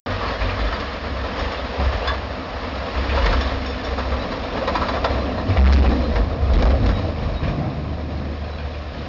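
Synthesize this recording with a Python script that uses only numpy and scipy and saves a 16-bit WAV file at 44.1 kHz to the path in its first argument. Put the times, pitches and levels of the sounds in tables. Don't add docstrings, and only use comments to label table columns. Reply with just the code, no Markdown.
import sys
import numpy as np
from scipy import signal
from scipy.fft import rfft, irfft, next_fast_len
from scipy.io import wavfile
from scipy.ndimage import map_coordinates

SR = 44100
rng = np.random.default_rng(int(sys.argv[2]) if len(sys.argv) > 2 else 0)


def bounce(signal):
    frames = np.transpose(np.atleast_2d(signal))
    limited = np.clip(frames, -1, 1)
    pcm = np.round(limited * 32767).astype(np.int16)
    wavfile.write(sys.argv[1], SR, pcm)


N = 400428
TIME = np.arange(N) / SR
SPEED_M_PER_S, DISTANCE_M, BLADE_PASS_S, ENGINE_PASS_S = 12.5, 8.5, 6.3, 7.45
SOUND_M_PER_S = 343


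def amp(db):
    return 10 ** (np.asarray(db) / 20)


def unit(x):
    return x / np.sqrt(np.mean(x ** 2) + 1e-20)


def curves(rows):
    times, *columns = np.transpose(rows)
    return [np.interp(TIME, times, column) for column in columns]


def wobble(rate):
    knots = rng.standard_normal(int(N * rate / SR) + 4)
    return map_coordinates(knots, [TIME * rate])


def coloured(x, points):
    size = next_fast_len(len(x) + 8192)
    hz, db = np.transpose(points)
    gain = amp(np.interp(np.log(np.fft.rfftfreq(size, 1 / SR) + 1), np.log(hz), db))
    return irfft(rfft(x, size) * gain, size)[:len(x)]


def noise(points):
    return unit(coloured(rng.standard_normal(N), points))


def running_phase(hz):
    return 2 * np.pi * np.cumsum(hz) / SR


def ring(hz, width_hz, count):
    drift = np.cumsum(rng.standard_normal(count)) * np.sqrt(2 * np.pi * abs(width_hz) / SR)
    return np.sin(2 * np.pi * hz * np.arange(count) / SR + drift)


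def struck(t, db, t60, attack_s):
    return amp(db - 60 * t / t60) * (1 - np.exp(-t / attack_s))


def add(track, s, sound):
    part = track[max(round(s * SR), 0):][:len(sound)]
    part += sound[:len(part)]


def approach(pass_s):
    ahead = SPEED_M_PER_S * (pass_s - TIME)
    distance = np.hypot(ahead, DISTANCE_M)
    return DISTANCE_M / distance, SPEED_M_PER_S * ahead / distance


# t/s, firing tone level/dB, exhaust drone level/dB
ENGINE_LEVELS = [(0, -40, -54), (4.5, -40.5, -45), (6, -26.5, -38), (7, -25, -33.5), (7.4, -27, -29),
                 (7.66, -38, -28), (7.76, -29, -30.5), (7.9, -26, -31), (8.3, -25.5, -39), (8.7, -28, -41),
                 (9.08, -36, -40)]
# f/Hz, level/dB
EXHAUST_SPECTRUM = [(60, -31.5), (105, 0), (138, 4), (165, -8), (230, -10.5), (400, -28.5), (620, -18.5),
                    (820, -24), (1100, -22.5), (1600, -36.5), (2500, -36.5), (4000, -58.5)]


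def engine(firing_hz, roughness, tone_db, drone_db):
    tone_level, drone_level = curves(ENGINE_LEVELS)
    _, towards = approach(ENGINE_PASS_S)
    doppler_hz = firing_hz / (1 - towards / SOUND_M_PER_S)
    phase = running_phase(doppler_hz + .25 * wobble(8))
    fired = np.flatnonzero(np.diff(phase // (2 * np.pi)))
    cylinders = amp(2.5 * rng.standard_normal(size=6))
    puffs = np.zeros(N)
    puffs[fired] = np.resize(cylinders, len(fired)) * amp(2 * rng.standard_normal(N)[fired])
    gas = noise(EXHAUST_SPECTRUM) * (1 + .5 * np.cos(phase))
    drone = unit(unit(coloured(puffs, EXHAUST_SPECTRUM)) + roughness * gas)
    return amp(tone_level + tone_db) * np.sqrt(2) * np.sin(phase) + amp(drone_level + drone_db) * drone


# t/s, level/dB
TREAD_LEVELS = [(0, -48.5), (2.4, -44), (3.4, -35.5), (4.3, -41.5), (5.3, -34), (6.2, -48), (7, -56),
                (9.08, -61)]


def tread(hz, width_hz, level_db):
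    hum = coloured(ring(hz, width_hz, N), [(120, -31), (220, 0), (310, 0.5), (600, -29.5)])
    return amp(curves(TREAD_LEVELS)[0] + level_db + 2.5 * wobble(12)) * unit(hum)


# t/s, level/dB
RUMBLE_LEVELS = [(0.1, -35), (2.5, -37.5), (3.3, -32.5), (3.7, -35.5), (4.3, -33.5), (5.1, -31),
                 (5.9, -25.5), (6.4, -30.5), (6.65, -25), (7.2, -33), (7.5, -31.5), (7.66, -32),
                 (7.78, -31.5), (8.0, -33), (8.15, -31.5), (8.65, -41.5), (9.08, -35.5)]
# f/Hz, level/dB
RUMBLE_SPECTRUM = [(70, -21.5), (130, -10.5), (200, -1), (260, 0.5), (310, -4), (380, -10), (600, -51.5)]


def tyres(rise_db, level_db, jolt_share):
    rumble_db = curves(RUMBLE_LEVELS)[0] + level_db + jolt_share * rise_db + 1.5 * wobble(14)
    return amp(rumble_db) * noise(RUMBLE_SPECTRUM)


def crunch(per_s, spread_db, decay_s, share):
    breaks = (rng.random(N) < per_s / SR) * amp(spread_db * np.clip(rng.standard_normal(N), -2, 2)) ** 2
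    power = signal.lfilter([1], [1, -np.exp(-1 / (decay_s * SR))], breaks)
    return np.sqrt(1 - share + share * power / power.mean()) * rng.standard_normal(N)


def grit(count, low_hz, high_hz, t60, spread_db):
    out, t = np.zeros(N), np.arange(SR // 10) / SR
    for when, pitch, size in rng.random((count, 3)):
        hz = low_hz * (high_hz / low_hz) ** pitch
        envelope = np.sqrt(low_hz / hz) * amp(spread_db * size - 60 * t / t60)
        add(out, when * N / SR, envelope * np.sin(2 * np.pi * hz * t))
    return unit(out)


# t/s, share (0-1)
TURNED_AWAY = [(0, 0), (2.3, 0.26), (5.1, 0.62), (5.7, 0.91), (7.3, 0.95), (9.08, 0.77)]


def turning(x, ahead, passed):
    share = curves(TURNED_AWAY)[0]
    return (1 - share) * unit(coloured(x, ahead)) + share * unit(coloured(x, passed))


# t/s, grinding level/dB, snow spray level/dB
SCRAPE_LEVELS = [(0.25, -30, -35), (0.62, -31.5, -35), (0.98, -31.5, -35.5), (1.92, -29, -34.5),
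                 (2.44, -31, -38), (3.35, -28, -31.5), (3.62, -30.5, -35), (5.02, -28, -36.5),
                 (5.19, -29, -39), (5.83, -31, -37), (6.37, -30.5, -41), (6.67, -30.5, -39),
                 (7.5, -36, -42), (7.65, -35, -42), (7.85, -36, -43), (8.35, -35.5, -42), (8.6, -35, -42),
                 (9.08, -36.5, -40)]
# f/Hz, level/dB
GRIND_FACING = [(250, -29.5), (390, -7), (490, 1), (660, 0), (790, -5), (920, -5), (1080, -3), (1300, -6),
                (1480, -14), (1800, -14.5), (2200, -23.5), (3200, -33.5)]
GRIND_AWAY = [(250, -33.5), (390, -6), (480, 5.5), (545, 3), (600, 3), (730, 1.5), (860, -9), (1060, -4.5),
              (1250, -8), (1480, -18.5), (1750, -18.5), (2200, -28), (3200, -44)]
SPRAY_FACING = [(900, -27.5), (1350, -2), (1750, 6), (2100, 2.5), (2450, 1), (2900, 0.5), (3900, -2.5),
                (4600, -4), (5400, -8), (7500, -10)]
SPRAY_AWAY = [(900, -33.5), (1700, 3), (2100, -0.5), (2430, 3), (2800, -1), (3300, -2.5), (3900, 0),
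              (4600, -5), (5400, -5), (7500, -8)]


def scrape(rise_db, grind_db, spray_db, spray_share, grit_db, grit_shield_db, bounce_db):
    grind_level, spray_level = curves(SCRAPE_LEVELS)
    pressure_db = bounce_db * wobble(28)
    coarse = crunch(per_s=120, spread_db=1.0, decay_s=0.0088, share=0.31)
    fine = crunch(per_s=740, spread_db=2.0, decay_s=0.0014, share=0.7)
    stones = grit(count=1100, low_hz=1069, high_hz=4490, t60=0.077, spread_db=14.5)
    grind = turning(coarse, GRIND_FACING, GRIND_AWAY)
    spray = turning(coarse + fine, SPRAY_FACING, SPRAY_AWAY)
    spray += amp(grit_db + grit_shield_db * curves(TURNED_AWAY)[0]) * stones
    grind *= amp(grind_level + grind_db + rise_db + pressure_db)
    spray *= amp(spray_level + spray_db + spray_share * rise_db + .5 * pressure_db)
    return grind + spray


# t/s, hold/s, judder level/dB, mode (0-2), rise of the scraping/dB
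BLADE_BITES = [(0.082, 0.069, -24, 2, 1.5), (0.212, 0.093, -26, 0, 3.5), (0.391, 0.086, -23.5, 0, 3),
               (0.418, 0.12, -27, 2, 0), (0.57, 0.1, -21.5, 0, 1.5), (0.7, 0.11, -34, 1, 2.5),
               (1.045, 0.19, -26.5, 1, -0.5), (1.359, 0.12, -28.5, 0, 3.5), (1.543, 0.11, -32, 1, 0),
               (1.786, 0.11, -18.5, 1, 1), (1.909, 0.078, -22, 0, 3.5), (2.044, 0.16, -25.5, 1, 1),
               (2.93, .12, -23.5, 1, 2), (3.081, 0.13, -18.5, 1, 3), (3.218, 0.12, -17.5, 0, 2.5),
               (3.326, 0.21, -21.5, 1, 0.5), (3.549, 0.21, -31.5, 1, -0.5), (3.854, 0.076, -25.5, 1, 0.5),
               (4.06, .11, -23, 1, 0.5), (4.39, 0.29, -34, 0, 0.5), (4.678, 0.27, -31, 1, 3.5),
               (5.088, 0.11, -21.5, 1, 5), (5.472, 0.05, -16, 2, 2.5), (5.569, 0.257, -7, 1, 5.5),
               (5.861, 0.24, -19.5, 1, 3), (6.121, 0.075, -17.5, 0, 1), (6.413, 0.17, -16, 1, 2),
               (6.521, 0.058, -12.5, 0, 4.5), (6.628, 0.032, -10, 0, 4.5), (6.674, .07, -14.5, 1, 2),
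               (6.78, 0.14, -18.5, 2, 0), (6.822, 0.093, -15, 0, 4.5), (6.963, 0.087, -25, 2, 3),
               (7.203, 0.16, -26, 0, 2.5), (7.414, 0.079, -25.5, 0, 5)]


def bites(attack_s, release_s, sag_db_per_s):
    drive, rise_db, t = np.zeros((len(LOW_MODES), N)), np.zeros(N), np.arange(SR) / SR
    for s, hold, db, mode, scrape_db in BLADE_BITES:
        release = np.exp(-np.maximum(t - hold, 0) / release_s)
        shape = np.minimum(t / attack_s, 1) * amp(-sag_db_per_s * t) * release
        add(drive[mode], s, amp(db) * shape)
        add(rise_db, s, scrape_db * shape)
    return drive, rise_db


# f/Hz, unsteadiness/Hz, level between bites/dB
LOW_MODES = [(50.1, 3.45, -48), (66.46, 1.513, -38), (95.2, 6.09, -44.5)]


def judder(drive, level_db, frame_db, near_db, behind_db, crosstalk_db, strain_limit_db):
    closeness, towards = approach(BLADE_PASS_S)
    receding = np.maximum(-towards / SPEED_M_PER_S, 0)
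    nearness = amp(near_db * closeness + behind_db * receding)
    strain = np.minimum(drive.sum(0), amp(strain_limit_db))
    shake = np.zeros(N)
    for (hz, drift_hz, idle_db), bite in zip(LOW_MODES, drive):
        idle = amp(idle_db + 3.4 * wobble(9)) * nearness
        size = np.sqrt(bite ** 2 + idle ** 2 + (amp(crosstalk_db) * strain) ** 2)
        shake += size * np.sqrt(2) * np.sin(running_phase(hz + drift_hz * wobble(16)))
    frame = noise([(12, -28), (28, -11.5), (42, 1), (60, 0), (105, -6), (140, -27), (400, -69.5)])
    return amp(level_db) * shake + np.hypot(amp(frame_db) * strain, amp(-38.5) * nearness) * frame


# t/s, level/dB, t60/s, relative crack/dB, upper modes/dB, favoured f/Hz
ICE_KNOCKS = [(.105, -27, .2, -6, 3, 1000), (.208, -23, .2, -9, -1, 1140), (.238, -22, 0.17, -14, -6, 1140),
              (.31, -26, 0.14, -14, -4, 550), (.41, -27, 0.31, -13, 3, 1010), (.59, -27, 0.22, -8, 6, 1820),
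              (.725, -20, 0.17, -8, 2, 1820), (.8, -25.5, .18, -1, -6, 485),
              (1.238, -22.5, 0.31, -21, -4.5, 485), (1.798, -16, 0.14, -17, -11, 650),
              (2.072, -22, 0.082, 0, -4, 1325), (2.084, -21.5, .26, -12, 5, 1140),
              (2.86, -23.5, 0.24, -22, -19, 485), (3.161, -26, 0.065, 7, -8, 550),
              (3.172, -13, .19, -21.5, -4, 550), (3.259, -19, 0.14, 4, 7, 1820),
              (3.327, -18.5, 0.19, -2, 5, 1140), (3.408, -22, .07, 4, -4, 650),
              (3.473, -27, .05, 6, -2, 650), (3.978, -22.5, 0.28, -3.5, -5.5, 1325),
              (4.119, -24, .28, -20, -2, 1140), (4.318, -22.5, .17, -3.5, -7, 485),
              (4.548, -20, .11, -23, -21, 550), (4.572, -21.5, 0.18, -6, -4, 650),
              (4.612, -16.5, 0.18, -23, -15, 550), (4.675, -13, 0.14, -7, 0.5, 550),
              (4.752, -14, 0.18, -5, 1, 1010), (4.814, -18.5, 0.21, -8, 3, 1325),
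              (4.885, -17, 0.16, -5.5, 4, 650), (4.93, -21, .14, -13, -9, 650),
              (4.968, -24, .12, -14, 10, 1630), (5.043, -10, 0.16, -6.5, -4, 650),
              (5.376, -21.5, 0.19, -19, -4, 650), (5.563, -15, 0.13, -14, -10, 645),
              (5.64, -20.5, 0.39, -10, 2, 1820), (5.724, -22, 0.26, 9, -7, 765),
              (5.841, -18.5, 0.36, -17, -9, 765), (5.915, -16.5, .18, -17, -15, 485),
              (6.156, -16.5, 0.27, -9, -11, 485), (6.33, -23.5, .16, -21, -15, 550),
              (6.498, -16.5, 0.14, -25, -24, 485), (6.535, -19, .069, 4, -9, 650),
              (6.558, -23, 0.053, -2, -15, 550), (6.623, -13, .11, -4, -20, 650),
              (6.653, -11.5, 0.12, -16, -14, 650), (6.7, -22, 0.13, -1, -8, 650),
              (6.733, -16, 0.25, -27, -26, 550), (6.861, -29, .16, 7, -12, 650),
              (6.888, -20, 0.21, -4, -5, 1630)]
# f/Hz, width/Hz, level/dB
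PLATE_MODES = [(487.7, 22, -6.5), (550.4, 19, -3), (644, 24, -4), (768, 33, -5.5), (913, 49, 0),
               (1011, 21, 0), (1144, 25, 0), (1325, 46, 0), (1633, 31, -5), (1850, 37, -4.5),
               (2440, 140, -13), (3490, 52, -13), (4020, 120, -13.5), (4900, 30, -18.5)]
# f/Hz, level/dB
THUD_SPECTRUM = [(150, -29.5), (450, -11), (650, -5), (1150, 10.5), (1500, -1.5), (2100, -3), (3000, -19.5),
                 (4000, -14.5), (5200, -21.5), (7500, -14.5)]
CRACK_SPECTRUM = [(300, -22), (1000, -5), (2200, 0.5), (3000, -5.5), (4000, -2), (5200, -7.5), (7500, -7)]


def knocks(level_db, attack_s, vary_db, thud_db, thud_share, favour_db, favour_octaves):
    out, t = np.zeros(N), np.arange(SR // 3) / SR
    for s, db, t60, crack_db, upper_db, favoured_hz in ICE_KNOCKS:
        modes = np.zeros(len(t))
        for hz, width_hz, mode_db in PLATE_MODES:
            contact_db = favour_db * np.exp(-(np.log2(hz / favoured_hz) / favour_octaves) ** 2)
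            gain = amp(mode_db + contact_db + upper_db * (hz > 850) + vary_db * rng.standard_normal())
            modes += gain * ring(hz, width_hz, len(t))
        thud = unit(coloured(rng.standard_normal(len(t)), THUD_SPECTRUM))
        thud *= amp(thud_db + thud_share * upper_db)
        crack = unit(coloured(rng.standard_normal(len(t)), CRACK_SPECTRUM))
        crack *= amp(crack_db - 40 * t / t60)
        add(out, s, struck(t, db + level_db, t60, attack_s) * (unit(modes) + thud + crack))
    return out


# t/s, level/dB, fitting
FITTING_JOLTS = [(.412, -30.5, "shackle"), (.49, -31.5, "shackle"), (1.392, -37.5, "pin"),
                 (1.517, -39, "pin"), (2.074, -22, "bracket"), (3.092, -27.5, "shackle"),
                 (3.262, -17.5, "linkage"), (3.409, -31, "bracket"), (3.409, -33.5, "pin"),
                 (3.66, -36, "pin"), (3.697, -39, "pin"), (3.845, -34.5, "pin"), (5.501, -33.5, "shackle"),
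                 (5.571, -17, "linkage"), (5.656, -26, "shackle"), (5.758, -32, "shackle"),
                 (5.859, -29.5, "shackle"), (6.16, -24, "linkage"), (6.566, -30, "linkage"),
                 (6.896, -29.5, "linkage"), (7.434, -34.5, "shackle"), (7.478, -31, "chain"),
                 (8.44, -36, "chain"), (8.475, -42, "chain"), (8.515, -43, "chain"), (8.582, -31, "chain"),
                 (8.603, -39, "chain"), (8.675, -44, "chain"), (8.742, -35, "chain"), (8.974, -40, "chain")]
FITTING_MODES = {"bracket": [(1130, -3, 0.24, 30), (1673, -0.5, .24, 51), (2860, -16.5, 0.2, 26),
                 (3470, -2, 0.19, 16), (4260, -8, 0.097, 30), (4990, 1, 0.059, 60), (6560, -12, 0.069, 50),
                 (7080, -5.5, .08, 50)], "pin": [(3570, 3, .15, 60), (5400, 1.5, 0.13, 49),
                 (5560, -3, .1, 70), (6640, -1, 0.14, 55)], "shackle": [(1714, -1, 0.21, 140),
                 (1844, -5, .1, 170), (2070, -3.5, 0.12, 180), (2436, 2, 0.2, 220), (2594, -5, 0.26, 200),
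                 (2930, -10.5, .18, 150)], "linkage": [(1393, -9.5, .07, 92), (1853, -2.5, 0.1, 71),
                 (2186, -2, 0.062, 55), (2850, -6, .04, 87), (3600, -17.5, .12, 55)],
                 "chain": [(1580, -4.5, 0.097, 70), (1810, -9, .07, 70), (2430, -1.5, .1, 70),
                 (3320, -3.5, 0.055, 80), (4230, -8.5, 0.075, 62)]}


def clinks(level_db, detune_share):
    out, t = np.zeros(N), np.arange(SR // 3) / SR
    for s, db, fitting in FITTING_JOLTS:
        for hz, mode_db, t60, width_hz in FITTING_MODES[fitting]:
            mode = ring(hz + detune_share * width_hz * rng.standard_normal(), width_hz, len(t))
            clink_db = db + level_db + mode_db + rng.normal(0, 1.0)
            add(out, s, struck(t, clink_db, t60, attack_s=0.0019) * mode)
    return out


# peak t/s, length/s, f/Hz, level/dB, glide/Hz
EDGE_SQUEAKS = [(.62, .07, 3500, -40, 0), (.68, .06, 3480, -42, 0), (0.748, .026, 4720, -36, 0),
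                (1.588, .06, 3540, -39, 0), (3.485, .04, 3750, -36, 0), (4.132, .07, 3530, -44, 0),
                (4.224, .08, 3940, -38.5, 0), (4.323, .033, 4000, -40, 0), (4.44, .06, 3550, -44, 0),
                (4.52, .06, 3550, -42, 0), (4.679, .03, 3890, -30, -200), (4.769, .016, 4790, -32, 0),
                (4.888, .018, 4590, -30.5, -800), (4.895, .022, 3900, -32, -200), (4.96, .16, 3540, -42, 0),
                (5.049, .018, 4800, -29, -900), (5.118, .078, 4160, -41, 0), (5.217, .08, 4060, -43, 0),
                (5.39, .07, 4150, -44, -2), (5.927, .12, 3930, -43, -3), (6.05, .13, 4110, -43, -2),
                (6.97, .13, 3830, -41.5, 1), (7.38, .09, 3810, -40, 0), (8.543, .082, 3960, -46, 0)]


def squeaks(level_db):
    out = np.zeros(N)
    for s, length, hz, db, glide_hz in EDGE_SQUEAKS:
        swell = np.hanning(int(length * SR))
        waver = np.cumsum(rng.normal(0, .022, SR))[:len(swell)]
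        pitch = hz + glide_hz * np.linspace(-.5, .5, len(swell))
        add(out, s - length / 2, amp(db + level_db) * swell * np.sin(running_phase(pitch) + waver))
    return out


# t/s, level/dB, f/Hz, t60/s
RUT_THUMPS = [(1.788, -24.5, 187, 0.18), (3.257, -21, 168, 0.14), (5.905, -20, 249, 0.29),
              (6.497, -23, 150, 0.1), (6.62, -20, 243, 0.18), (6.735, -26.5, 242, 0.2),
              (6.855, -22, 165, 0.27), (6.9, -25, 230, 0.15), (7.41, -19, 124, 0.31),
              (7.505, -21.5, 145, 0.23), (7.605, -21.5, 139.5, .3)]


def thumps(level_db, attack_s, width_hz):
    out, t = np.zeros(N), np.arange(SR // 2) / SR
    for s, db, hz, t60 in RUT_THUMPS:
        boom = coloured(ring(hz, width_hz, len(t)), [(350, 0.5), (1000, -37)])
        add(out, s, struck(t, db + level_db, t60, attack_s) * np.sqrt(2) * boom)
    return out


# f/Hz, level/dB
FAN_SPECTRUM = [(90, -26), (150, -2.5), (300, 0), (400, -7), (520, -8), (680, -2.5), (900, -13),
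                (1300, -24), (4000, -45)]


def fan(peak_s, spread_s, level_db):
    beam = np.exp(-((TIME - peak_s) / spread_s) ** 2)
    return amp(level_db) * beam * noise(FAN_SPECTRUM)


def scene():
    drive, rise_db = bites(attack_s=0.019, release_s=0.044, sag_db_per_s=12.5)
    blade = judder(drive, level_db=-0.5, frame_db=-6, near_db=9.5, behind_db=-4.5,
                   crosstalk_db=-21, strain_limit_db=-15)
    blade += scrape(rise_db, grind_db=-0.5, spray_db=-1, spray_share=0.87,
                    grit_db=-8, grit_shield_db=-0.5, bounce_db=1.1)
    blade += knocks(level_db=-3, attack_s=0.00088, vary_db=2.5, thud_db=-8, thud_share=0.96,
                    favour_db=6.5, favour_octaves=0.084)
    blade += clinks(level_db=0, detune_share=.4)
    blade += squeaks(level_db=1)
    truck = tyres(rise_db, level_db=-0.5, jolt_share=0.33)
    truck += thumps(level_db=2, attack_s=0.009, width_hz=34)
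    truck += engine(firing_hz=76.84, roughness=2.2, tone_db=-2.5, drone_db=1.5)
    truck += tread(hz=262, width_hz=14.7, level_db=-0.5)
    truck += fan(peak_s=7.63, spread_s=0.088, level_db=-27.5)
    return (blade + truck)[None]


# f/Hz, gain/dB
MIC_RESPONSE = [(20, -0.5), (5300, 0.5), (5650, -4.5), (6000, -15.5), (6600, -10.5), (7050, -20),
                (7500, -30.5), (7800, -51)]
START_S, INPUT_CEILING, TOP_HZ = .061, .295, 7763


def record(dry):
    running = TIME >= START_S
    clipped = np.clip(dry[0], -INPUT_CEILING, INPUT_CEILING)
    heard = coloured(clipped * running, MIC_RESPONSE)
    passband = np.fft.rfftfreq(N, 1 / SR) < TOP_HZ
    return irfft(rfft(heard) * passband, N)[None]


dry = scene()
out = record(dry)
bounce(out)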